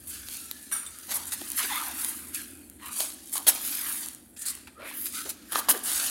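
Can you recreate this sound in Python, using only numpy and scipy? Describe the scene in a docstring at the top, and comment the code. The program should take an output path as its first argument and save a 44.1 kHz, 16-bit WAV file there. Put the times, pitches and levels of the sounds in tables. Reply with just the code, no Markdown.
"""A small tiled room, one microphone close to the floor, where water spatters around the base of a toilet.
It opens on a thin fizz of spray and single ticking drops; before the first second is out, something hard
rings twice. Then the flow comes in uneven surges: gushes slap down, bigger drops patter or plop, and the
pooled water sloshes and gurgles. A sharp gush lands near 3.5 s, the flow thins, and the hardest plops
follow after 5.5 s. The room hums faintly throughout."""
import sys
import numpy as np
from scipy import signal
from scipy.fft import rfft, irfft
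from scipy.io import wavfile
from scipy.ndimage import uniform_filter1d

SR = 44100
rng = np.random.default_rng(int(sys.argv[2]) if len(sys.argv) > 2 else 0)


def bounce(signal):
    """Save signal as a 16-bit WAV file at the path given by the first command-line argument."""
    frames = np.transpose(np.atleast_2d(signal))
    limited = np.clip(frames, -1, 1)
    pcm = np.round(limited * 32767).astype(np.int16)
    wavfile.write(sys.argv[1], SR, pcm)


N = 269003
TIME = np.arange(N) / SR

# The spray sounds higher when it is finer. Each row: time in seconds, pitch in Hz.
SPRAY_PITCH = [(0.0, 10300), (0.56, 10000), (0.9, 9200), (1.14, 10800), (1.26, 9700), (1.72, 10600),
               (3.06, 9530), (3.75, 11300), (4.11, 9650), (4.3, 10430), (4.38, 8900), (4.91, 10300),
               (4.97, 12000), (5.05, 11700), (5.1, 9800), (5.76, 11200), (5.83, 10100), (6.1, 9640)]


def running_water():
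    """The uneven flow on the floor; lone droplets crackle out of it, most plainly when it is thin."""
    spray_db, patter_db, slosh_db, slosh_hz = flow()
    thinness = from_db(-.15 * np.maximum(spray_db + 50, 0))
    crackle = thinness * impacts(per_s=240, spread_db=3.6, clump_db=1.0)
    fine = impacts(per_s=9000, spread_db=1.9, clump_db=1.7) + from_db(-7) * crackle
    coarse = impacts(per_s=8000, spread_db=2, clump_db=1.57) + from_db(-16.5) * crackle
    deep = impacts(per_s=3000, spread_db=3, clump_db=1.0)
    spray_hz = np.interp(TIME, *np.transpose(SPRAY_PITCH))
    return water([fine, coarse, deep], spray_hz, spray_db, patter_db, slosh_db, slosh_hz)


def flow():
    """Stream and surges add in power: spray, patter and slosh in dB, then the puddle's pitch in Hz."""
    # The stream under the surges. Each row: time in seconds, then spray, patter and slosh in dB before trim.
    stream = [(0.0, -45, -59, -61), (0.32, -40, -46, -55.5), (0.8, -44.5, -54, -63.5),
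              (1.6, -32.5, -41, -45), (1.75, -28.5, -37, -35.5), (1.88, -31.5, -42, -41.5),
              (2.6, -46.5, -65.5, -59), (2.85, -53, -71, -63.5), (2.99, -71, -60, -79),
              (3.36, -33.5, -49, -67), (3.57, -51, -45, -59), (3.87, -27, -39, -36),
              (4.2, -52.5, -87, -68.5), (4.91, -58.5, -91, -59), (5.06, -53, -45, -61),
              (5.43, -57, -57, -58.5), (5.54, -37, -53, -55), (5.71, -48, -52, -55), (6.1, -34, -36, -60)]
    # Each row: start, rise and hold in seconds, spray, patter and slosh in dB, slosh pitch in Hz.
    surges = [(0.08, 0.057, 0.017, -41.5, -43.5, -56, 1500), (0.25, 0.087, .01, -38.5, -41, -65, 1500),
              (0.712, 0.003, 0.043, -36.5, -47.5, -41.5, 1060), (1.076, 0.021, 0.081, -43, -41, -46.5, 580),
              (1.541, 0.037, .015, -30, -50, -48, 1410), (1.67, 0.026, 0.089, -45, -56, -42, 1280),
              (1.937, 0.082, 0.06, -33, -43, -49.5, 980), (2.323, 0.023, 0.059, -41, -45, -49.5, 1590),
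              (2.785, 0.074, 0.015, -45.5, -59, -44.5, 1240), (2.895, 0.11, 0.027, -31.5, -37, -50, 680),
              (3.47, 0.03, 0.065, -39, -39.5, -47, 580), (3.573, 0.091, 0.089, -32.5, -39, -62, 600),
              (3.774, 0.17, 0.032, -33.5, -43.5, -58, 1240), (3.995, 0.031, 0.0086, -39, -41.5, -50, 830),
              (4.362, 0.035, .005, -42.5, -53, -62, 1300), (4.416, 0.034, 0.091, -47.5, -48.5, -50.5, 1270),
              (4.784, 0.034, 0.043, -58, -77, -46, 950), (4.828, 0.052, 0.023, -45, -62, -43, 1380),
              (4.916, 0.06, 0.07, -35.5, -49.5, -58, 1200), (5.116, 0.034, 0.036, -36, -38.5, -47.5, 1430),
              (5.502, 0.041, 0.015, -40, -38, -38.5, 846), (5.838, 0.041, 0.19, -30, -33.5, -44.5, 714)]
    trims_db, puddle_hz = (-7, -2, -4), 1140
    times, *stream_db = np.transpose(stream)
    power = np.array([from_db(np.interp(TIME, times, db) + trim) ** 2
                      for db, trim in zip(stream_db, trims_db)])
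    weighted_hz = puddle_hz * power[2]   # the strongest slosh has most say in the pitch
    for start, rise, hold, *levels_db, slosh_hz in surges:
        span = slice(int(start * SR), int(start * SR) + SR)
        swell = envelope(TIME[span] - start, rise, hold, t60=0.43)
        surge_power = np.outer(from_db(levels_db), swell) ** 2
        power[:, span] += surge_power
        weighted_hz[span] += slosh_hz * surge_power[2]
    return (*(10 * np.log10(power)), weighted_hz / power[2])


def water(rain, spray_hz, spray_db, patter_db, slosh_db, slosh_hz):
    """Three streams of impacts sound as fine spray, patter on the tile and slosh in the puddle."""
    # Each row of these two: multiple of the pitch, relative level in dB.
    spray_spectrum = [(.125, -63), (.5, -31), (.75, -6.5), (.92, 1.1), (1.08, 2), (1.28, -3.5), (1.75, -15)]
    slosh_spectrum = [(.25, -48), (.5, -14.5), (.71, -9), (.95, -3), (1.5, 1), (2.83, -6.5), (5, -14.5),
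                      (16, -61)]
    # Each row: frequency in Hz, relative level in dB.
    patter_spectrum = [(100, -5), (600, -28), (1500, -5), (3300, -2), (5200, 1.5), (6500, -0.5),
                       (10000, -6.5), (16000, -11.5)]
    fine, coarse, deep = rain
    spray = from_db(spray_db) * colour(fine, spray_spectrum, spray_hz)
    patter = from_db(patter_db) * colour(coarse, patter_spectrum)
    slosh = from_db(slosh_db) * colour(deep, slosh_spectrum, slosh_hz)
    return spray + patter + slosh


def impacts(per_s, spread_db, clump_db):
    """Droplets land at random, in clumps, some bigger than the rest; rms 1."""
    sizes = from_db(spread_db * np.minimum(rng.exponential(1, N), 4)) * rng.choice([-1, 1], N)
    lands = rng.random(N) < per_s / SR
    return rms_one(lands * sizes * from_db(clump_db * drift(per_s=150)))


def gushes():
    """Each gush slaps down as a dense burst of impacts that swells, holds and dies away."""
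    # Each row: start, rise and hold in seconds, spray, patter and slosh in dB, slosh pitch in Hz.
    bursts = [(0.069, 0.0041, 0.039, -38.5, -50, -62, 900),
              (1.098, 0.021, 0.0046, -31.5, -30.5, -39.5, 1040),
              (1.133, 0.0088, 0.027, -28.5, -39, -46, 785), (1.266, 0.0027, 0.015, -36.5, -49, -55, 610),
              (1.319, 0.0013, 0.017, -30.5, -33, -46.5, 700), (1.569, 0.014, 0.011, -29, -33, -34, 1480),
              (1.57, 0.059, 0.023, -47, -37, -33, 1270), (2.343, 0.0033, 0.012, -33, -39.5, -51, 1840),
              (2.999, 0.0032, 0.0037, -41, -30, -38.5, 553), (3.325, 0.0034, 0.018, -31, -39.5, -70, 940),
              (3.348, 0.0087, 0.025, -31, -35.5, -45, 706), (3.467, .001, 0.029, -23, -24, -35.5, 620),
              (3.474, 0.0077, 0.0076, -13.5, -23, -34, 636), (4.363, .002, 0.0092, -50, -52, -52, 1600),
              (4.411, 0.0097, 0.002, -30.5, -42, -60, 1286),
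              (4.456, 0.0077, 0.042, -30.5, -42.5, -56.5, 880), (4.671, .002, 0.001, -51, -56, -41, 1140),
              (5.05, 0.006, 0.015, -37.5, -38, -72, 935), (5.254, 0.0027, 0.031, -45, -43, -45.5, 585),
              (5.289, 0.0045, 0.012, -31.5, -36.5, -49, 647), (5.519, 0.0029, .01, -32.5, -47, -48, 1100),
              (5.549, 0.0048, .001, -29, -36, -24.5, 1690), (5.563, .003, 0.029, -29, -33.5, -37, 623),
              (5.685, 0.00086, 0.0033, -23, -29, -27.5, 650), (5.689, 0.0022, 0.02, -15, -25, -32.5, 800),
              (5.735, 0.0033, 0.036, -37, -44, -40.5, 764), (5.831, 0.0069, 0.037, -34, -58, -53, 800)]
    out = np.zeros(N)
    rain = np.array([impacts(per_s=20000, spread_db=2.1, clump_db=2.0) for _ in range(3)])
    for start, rise, hold, spray_db, patter_db, slosh_db, slosh_hz in bursts:
        span = slice(int(start * SR), int(start * SR) + SR // 4)
        swell = envelope(TIME[span] - start, rise, hold, t60=0.071)
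        stream_hz = np.interp(start, *np.transpose(SPRAY_PITCH))
        spray_hz = 0.98 * stream_hz - (spray_db + 32)   # just below the stream; 1 Hz lower per dB louder
        offset = rng.integers(N - len(swell))
        patch = rain[:, offset:offset + len(swell)]
        out[span] += swell * water(patch, spray_hz, spray_db, patter_db, slosh_db, slosh_hz)
    return out


def ripple(x):
    """As the water film changes shape, narrow resonances form and fade at random."""
    # How far a band is lifted or hollowed. Each row: frequency in Hz, depth in dB.
    depths = [(400, 2.5), (1500, 3), (4000, 2.8), (8000, 2.8), (15000, 2)]
    hz, _, frames = signal.stft(x, SR, nperseg=512)
    patches = rng.standard_normal(frames.shape)
    for _ in range(2):
        patches = uniform_filter1d(patches, size=3, axis=0)   # across frequency
        patches = uniform_filter1d(patches, size=9, axis=1)   # across time
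    depth_db = np.interp(hz, *np.transpose(depths))[:, None]
    gain = from_db(depth_db * np.clip(rms_one(patches), -2, 2))
    gain /= np.sqrt(uniform_filter1d(gain ** 2, size=19, axis=0))   # energy only moves to nearby bands
    return signal.istft(frames * gain, SR)[1][:N]


def drops():
    """A drop cracks on the tile and throws tiny satellites; each drop ticks at its own pitch."""
    # Each row: start in seconds, sharp edge and body in dB before trim, edge pitch in Hz.
    ticks = [(0.2864, -34, -27, 10800), (0.513, -25.5, -23, 11500), (.8635, -37, -46, 8300),
             (0.9875, -34, -50, 9800), (1.1145, -29, -36, 11000), (1.148, -27, -44, 10500),
             (1.157, -26, -44, 9800), (1.2558, -30.5, -52, 10500), (1.5023, -24, -56, 10000),
             (1.5183, -22, -45, 9800), (1.5325, -42, -35, 10000), (1.562, -31, -52, 11500),
             (1.601, -26, -36, 11500), (1.672, -31, -38, 10500), (1.7575, -27, -46, 12000),
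             (1.884, -25, -48, 11800), (1.887, -34, -52, 12500), (1.998, -30, -50, 9800),
             (2.0473, -19.5, -25.5, 9400), (2.108, -34, -46, 10200), (2.192, -38, -52, 10500),
             (2.249, -39, -64, 10050), (2.2703, -39, -62, 10000), (2.347, -24, -62, 10000),
             (2.699, -35, -58, 10000), (2.859, -34, -44, 11500), (2.863, -33, -46, 9500),
             (2.884, -33, -50, 11400), (2.931, -29, -44, 9400), (2.941, -31, -48, 8500),
             (3.0048, -22, -22, 11500), (3.0062, -22, -28, 9500), (3.1029, -46, -30, 8000),
             (3.123, -42, -35, 11000), (3.274, -37, -64, 7950), (3.3796, -22, -26, 10000),
             (3.4297, -36, -58, 10000), (3.551, -24.5, -42, 10400), (3.6167, -29, -50, 11500),
             (3.677, -36, -35, 10000), (3.694, -32, -31, 10500), (3.787, -28, -48, 11500),
             (3.816, -34, -36, 10900), (3.926, -27, -35, 10000), (4.061, -28, -45, 10000),
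             (4.086, -26, -36, 9400), (4.1484, -33, -60, 9000), (4.456, -29, -37, 9000),
             (4.485, -22, -36, 8800), (4.553, -31.5, -55, 9500), (5.058, -24, -51, 11500),
             (5.7775, -31, -34, 10000), (5.7921, -31, -46, 9950), (5.84, -33, -50, 10400)]
    # Each row: multiple of the edge pitch, relative level in dB, t60 in seconds.
    edge_modes = [(.76, -13, 0.0035), (1, -0.5, 0.0022), (1.14, -11, 0.0023)]
    # Each row: frequency in Hz, relative level in dB, t60 in seconds.
    body_modes = [(2200, -9, 0.002), (4100, -3, 0.0023), (6400, -12, 0.0018)]
    edge_trim_db, body_trim_db = 7.5, 12.5
    out = np.zeros(N)
    age = TIME[:SR // 20]
    for start, edge_db, body_db, edge_hz in ticks:
        hit = .05 * rng.standard_normal(len(age)) * np.exp(-age / .0022)   # the satellites
        hit[0] = 1   # the drop itself
        hit = signal.lfilter([1, -.85], [1], hit)   # thins the bass so the tick sounds crisp
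        edge = sum(from_db(db) * ring(hit, multiple * edge_hz, t60) for multiple, db, t60 in edge_modes)
        body = sum(from_db(db) * ring(hit, hz, t60) for hz, db, t60 in body_modes)
        span = slice(int(start * SR), int(start * SR) + len(age))
        out[span] += from_db(edge_db + edge_trim_db) * edge + from_db(body_db + body_trim_db) * body
    return out


def plops():
    """A fat drop smacks the puddle with a short crack and opens a cavity that rings for a few cycles."""
    # Each row: start in seconds, crack and cavity in dB, cavity pitch in Hz, cavity t60 in seconds.
    fat_drops = [(1.4152, -21.5, -32, 327, 0.056), (1.4174, -26, -29.5, 736, 0.0087),
                 (1.7915, -32, -37, 1150, 0.014), (3.005, -19, -25, 760, 0.011),
                 (3.3562, -42, -26.5, 1030, 0.014), (3.4676, -14, -29, 520, 0.0097),
                 (3.483, -30, -28, 600, 0.013), (4.6735, -47, -49, 1030, 0.012),
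                 (4.8, -40, -37, 600, 0.017), (4.858, -47, -33, 1890, 0.017),
                 (4.913, -32, -33, 1030, 0.017), (5.255, -29, -34.5, 402, 0.045),
                 (5.521, -20, -38, 1300, 0.0093), (5.527, -17, -32, 1260, .013),
                 (5.5325, -16, -27, 1260, 0.014), (5.5525, -16, -47, 1400, 0.0057),
                 (5.5575, -10, -8, 1220, 0.01), (5.6868, -11, -15, 1130, 0.0092)]
    # Each row: frequency in Hz, relative level in dB, t60 in seconds.
    crack_modes = [(1780, -16, 0.0073), (3320, -9, 0.0037), (4360, -11, 0.0026)]
    cracks, cavities = np.zeros(N), np.zeros(N)
    click = signal.unit_impulse(SR // 8)
    for start, crack_db, cavity_db, hz, t60 in fat_drops:
        at = int(start * SR)
        cracks[at] = from_db(crack_db)
        push = signal.lfilter(*signal.butter(1, hz / 2, "high", fs=SR), click)
        cavities[at:at + len(push)] += from_db(cavity_db) * ring(push, hz, t60)
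    return cavities + sum(from_db(db) * ring(cracks, hz, t60) for hz, db, t60 in crack_modes)


def gurgles():
    """An air pocket in the sloshing water rings for a moment; its pitch glides as it changes size."""
    # Each row: middle and half-length in seconds, first pitch, last pitch and width in Hz, level in dB.
    pockets = [(.22, 0.17, 1596, 1600, 302, -57.5), (0.45, 0.25, 1325, 1365, 60, -63),
               (0.589, 0.16, 1730, 1725, 70, -59.5), (0.988, 0.11, 1358, 1375, 220, -57.5),
               (1.611, 0.042, 1248, 1200, 350, -39), (1.644, 0.0158, 377, 377, 200, -45.5),
               (1.713, 0.026, 1210, 754, 130, -34), (1.743, 0.076, 1980, 2170, 200, -37.5),
               (1.753, 0.072, 3380, 3600, 330, -38.5), (1.763, 0.063, 1098, 1212, 260, -35),
               (1.812, 0.039, 1246, 1108, 480, -35.5), (1.877, 0.086, 1150, 762, 417, -43.5),
               (2.062, 0.11, 1000, 983, 260, -54), (2.363, .025, 2500, 2450, 350, -44),
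               (2.386, 0.056, 1804, 1600, 240, -47.5), (2.58, 0.14, 2550, 2460, 120, -65),
               (2.649, 0.056, 4400, 4400, 70, -68), (2.873, 0.086, 1053, 1110, 219, -46),
               (3.018, 0.047, 630, 632, 200, -48.5), (3.383, 0.078, 1080, 950, 520, -46),
               (3.476, .012, 3255, 3300, 150, -29.5), (3.487, 0.053, 293.6, 302, 120, -49),
               (4.44, .1, 1810, 1700, 220, -56.5), (4.482, 0.04, 4670, 4710, 1410, -37.5),
               (4.866, 0.062, 2240, 2450, 400, -46.5), (4.794, 0.055, 1260, 1374, 130, -49.5),
               (4.839, 0.093, 488, 620, 234, -49.5), (5.195, 0.069, 1370, 1376, 220, -44),
               (5.505, 0.034, 1655, 1650, 400, -53), (5.573, 0.06, 289, 290, 120, -48),
               (5.605, 0.034, 1097, 1250, 500, -42), (5.706, 0.058, 276, 270, 120, -41),
               (5.755, 0.045, 448, 420, 240, -40.5), (5.959, 0.15, 1088, 1191, 400, -51)]
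    out = np.zeros(N)
    for middle, half_length, first_hz, last_hz, width_hz, db in pockets:
        span = slice(max(int((middle - half_length) * SR), 0), int((middle + half_length) * SR))
        count = len(out[span])
        lowpass = signal.butter(3, width_hz / 2, fs=SR, output="sos")
        drive = signal.sosfilt(lowpass, rng.standard_normal((2, SR)))[:, -count:]
        phase = 2 * np.pi * np.cumsum(np.geomspace(first_hz, last_hz, count)) / SR
        tone = drive[0] * np.cos(phase) + drive[1] * np.sin(phase)
        swell = np.hanning(count)
        out[span] += from_db(db) * rms_one(tone * swell) * np.sqrt(np.mean(swell ** 2))
    return out


def knocks():
    """A hard body rings: the place of contact picks the modes, and brief chatter roughens them."""
    # Each row: start in seconds, level in dB, place of contact from 0 (first spot) to 1 (second spot).
    blows = [(0.716, -43, 0.081), (0.721, -27.5, 0.047), (0.864, -29.5, 0.78)]
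    # Each row: frequency in Hz, level in dB struck at the first spot and at the second, t60 in seconds.
    modes = [(1140, -15.5, -35, 0.18), (1328, -22, -27, 0.48), (1615, -9, -40, 0.21), (2240, -18, -32, .25),
             (3594, -9.5, -5, 0.052), (3670, -17, -32, 0.58), (5795, -9, -40, 0.32),
             (5770, -14.5, -35, 0.3), (7970, -4, -11, .06), (8150, -8, -8, 0.06), (8800, -5.5, -20, 0.29),
             (9180, -2, -28, 0.43), (9680, -8, -28, .24), (10000, -14, -30, .35), (10900, -3.5, -30, 0.39),
             (10500, -13, -30, .22), (11700, -4, -35, .19), (12700, -14, -35, .25)]
    chatter_db, chatter_t60_s = -33, .12
    out = np.zeros(N)
    starts, blow_db, place = np.transpose(blows)
    age = TIME[:SR // 5]
    for hz, first_db, second_db, t60 in modes:
        mode_db = np.interp(place, [0, 1], [first_db, second_db])
        strength_db = blow_db + mode_db + rng.normal(0, 1, len(starts))
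        onsets = starts + rng.uniform(0, .002, len(starts))
        clicks = np.zeros(N)
        clicks[(onsets * SR).astype(int)] = from_db(strength_db)
        contact = from_db(chatter_db - 60 * age / chatter_t60_s) * rng.standard_normal(len(age))
        contact[0] = 1
        flutter = from_db(4 * drift(per_s=300))
        out += ring(signal.oaconvolve(clicks, contact)[:N], hz, t60) * flutter
    return out


def tone_colour(x):
    """A fixed colouring lifts some narrow bands and dips others."""
    # Each row: centre in Hz, width in Hz, gain in dB.
    bands = [(1050, 135, -2.5), (2155, 350, -2.5), (3216, 28, 3), (4530, 440, 1.45), (5320, 1400, -3.5),
             (6760, 550, 2.5), (9700, 290, 0)]
    for hz, width_hz, db in bands:
        band = signal.lfilter(*signal.iirpeak(hz, hz / width_hz, fs=SR), x)
        x = x + (from_db(db) - 1) * band
    return x


def room(x):
    """Tiled walls return a dense, short tail, duller than the direct sound at the microphone."""
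    t60_s, first_echo_s, wall_cut_hz = 0.88, .004, 4400
    age = TIME[:SR // 2]
    tail = rng.standard_normal(len(age)) * from_db(-60 * age / t60_s) * (age > first_echo_s)
    tail /= np.sqrt(np.sum(tail ** 2))
    tail = signal.sosfilt(signal.butter(1, wall_cut_hz, fs=SR, output="sos"), tail)
    return from_db(-11) * signal.fftconvolve(x, tail)[:N]


def hum():
    """Room tone: low noise whose rumble and upper part slowly swell and sink."""
    # Each row: frequency in Hz, relative level in dB.
    spectrum = [(25, -26), (44, -13), (55, 0.5), (85, 4.5), (108, -11.5), (128, -1), (163, -16.5), (198, 0),
                (250, 4.5), (320, 3), (420, -10.5), (800, -16), (3000, -77), (15000, -45)]
    # Each row of these two: time in seconds, gain of the band in dB.
    upper_swell = [(0, -4.5), (.75, 0), (.92, -11), (1.15, 2), (1.4, 2.5), (2.05, 4), (2.4, 5), (3.1, 1.5),
                   (3.9, 5), (4.45, -2.5), (5.0, 3.5), (5.7, 3), (6.1, 1.5)]
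    rumble_swell = [(0, 4), (.2, 8), (.45, -2.5), (1.05, -3), (1.22, 3), (1.5, -1.5), (2.3, 3.5), (3.1, -5),
                    (4.8, -2), (5.6, -3.5), (6.1, 2)]
    hz = np.arange(N // 2 + 1) * SR / N
    noise = irfft(rfft(rng.standard_normal(N)) * gain_at(spectrum, hz), N)
    noise = from_db(-55) * rms_one(noise)
    for centre_hz, q, swell in ((289, 1.8, upper_swell), (80, 0.98, rumble_swell)):
        band = signal.lfilter(*signal.iirpeak(centre_hz, q, fs=SR), noise)
        gain = from_db(np.interp(TIME, *np.transpose(swell)))
        noise = noise + (gain - 1) * band
    return noise


def colour(x, spectrum, pitch=1):
    """Give x a spectrum that slides with a pitch (one value or one per sample), keeping its level."""
    hz, times, frames = signal.stft(x, SR, nperseg=512)
    frame_pitch = np.interp(times * SR, np.arange(len(x)), pitch * np.ones(len(x)))
    gain = gain_at(spectrum, hz[:, None] / frame_pitch)
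    gain /= np.sqrt(np.mean(gain ** 2, axis=0))
    return signal.istft(frames * gain, SR)[1][:len(x)]


def ring(clicks, hz, t60):
    """A unit click sets a sine of height 1 ringing down."""
    decay, step = from_db(-60 / (t60 * SR)), 2 * np.pi * hz / SR
    return signal.lfilter([0, np.sin(step)], [1, -2 * decay * np.cos(step), decay ** 2], clicks + 1e-18)


def envelope(age, rise, hold, t60):
    """Swell, hold, then die away; all times in seconds."""
    return np.clip(age / rise, 0, 1) * from_db(-60 * np.maximum(age - rise - hold, 0) / t60)


def drift(per_s):
    """Smooth random wandering of spread 1."""
    steps = rng.standard_normal(8000)
    return rms_one(np.interp(TIME * per_s, np.arange(len(steps)), steps))


def gain_at(spectrum, hz):
    """Read a spectrum on a log-frequency axis."""
    points, db = np.transpose(spectrum)
    return from_db(np.interp(np.log(hz + 1e-6), np.log(points), db))


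def from_db(db):
    """Decibels to gain."""
    return 10 ** (np.asarray(db) / 20)


def rms_one(x):
    """Scale to unit rms."""
    return x / np.sqrt(np.mean(x ** 2) + 1e-20)


def scene():
    """Water and knocks close to the microphone, the walls and the hum behind; mono."""
    spatter = ripple(running_water() + gushes())
    near = tone_colour(spatter + gurgles() + drops() + plops() + knocks())
    low_cut = signal.butter(4, 210, "high", fs=SR, output="sos")   # a thin water film radiates no bass
    near = signal.sosfilt(low_cut, near)
    return (near + room(near) + hum())[None]


def record(dry):
    """The top is cut steeply above 15.9 kHz."""
    return signal.sosfilt(signal.ellip(12, .1, 80, 15900, fs=SR, output="sos"), dry)


dry = scene()
out = record(dry)
bounce(out)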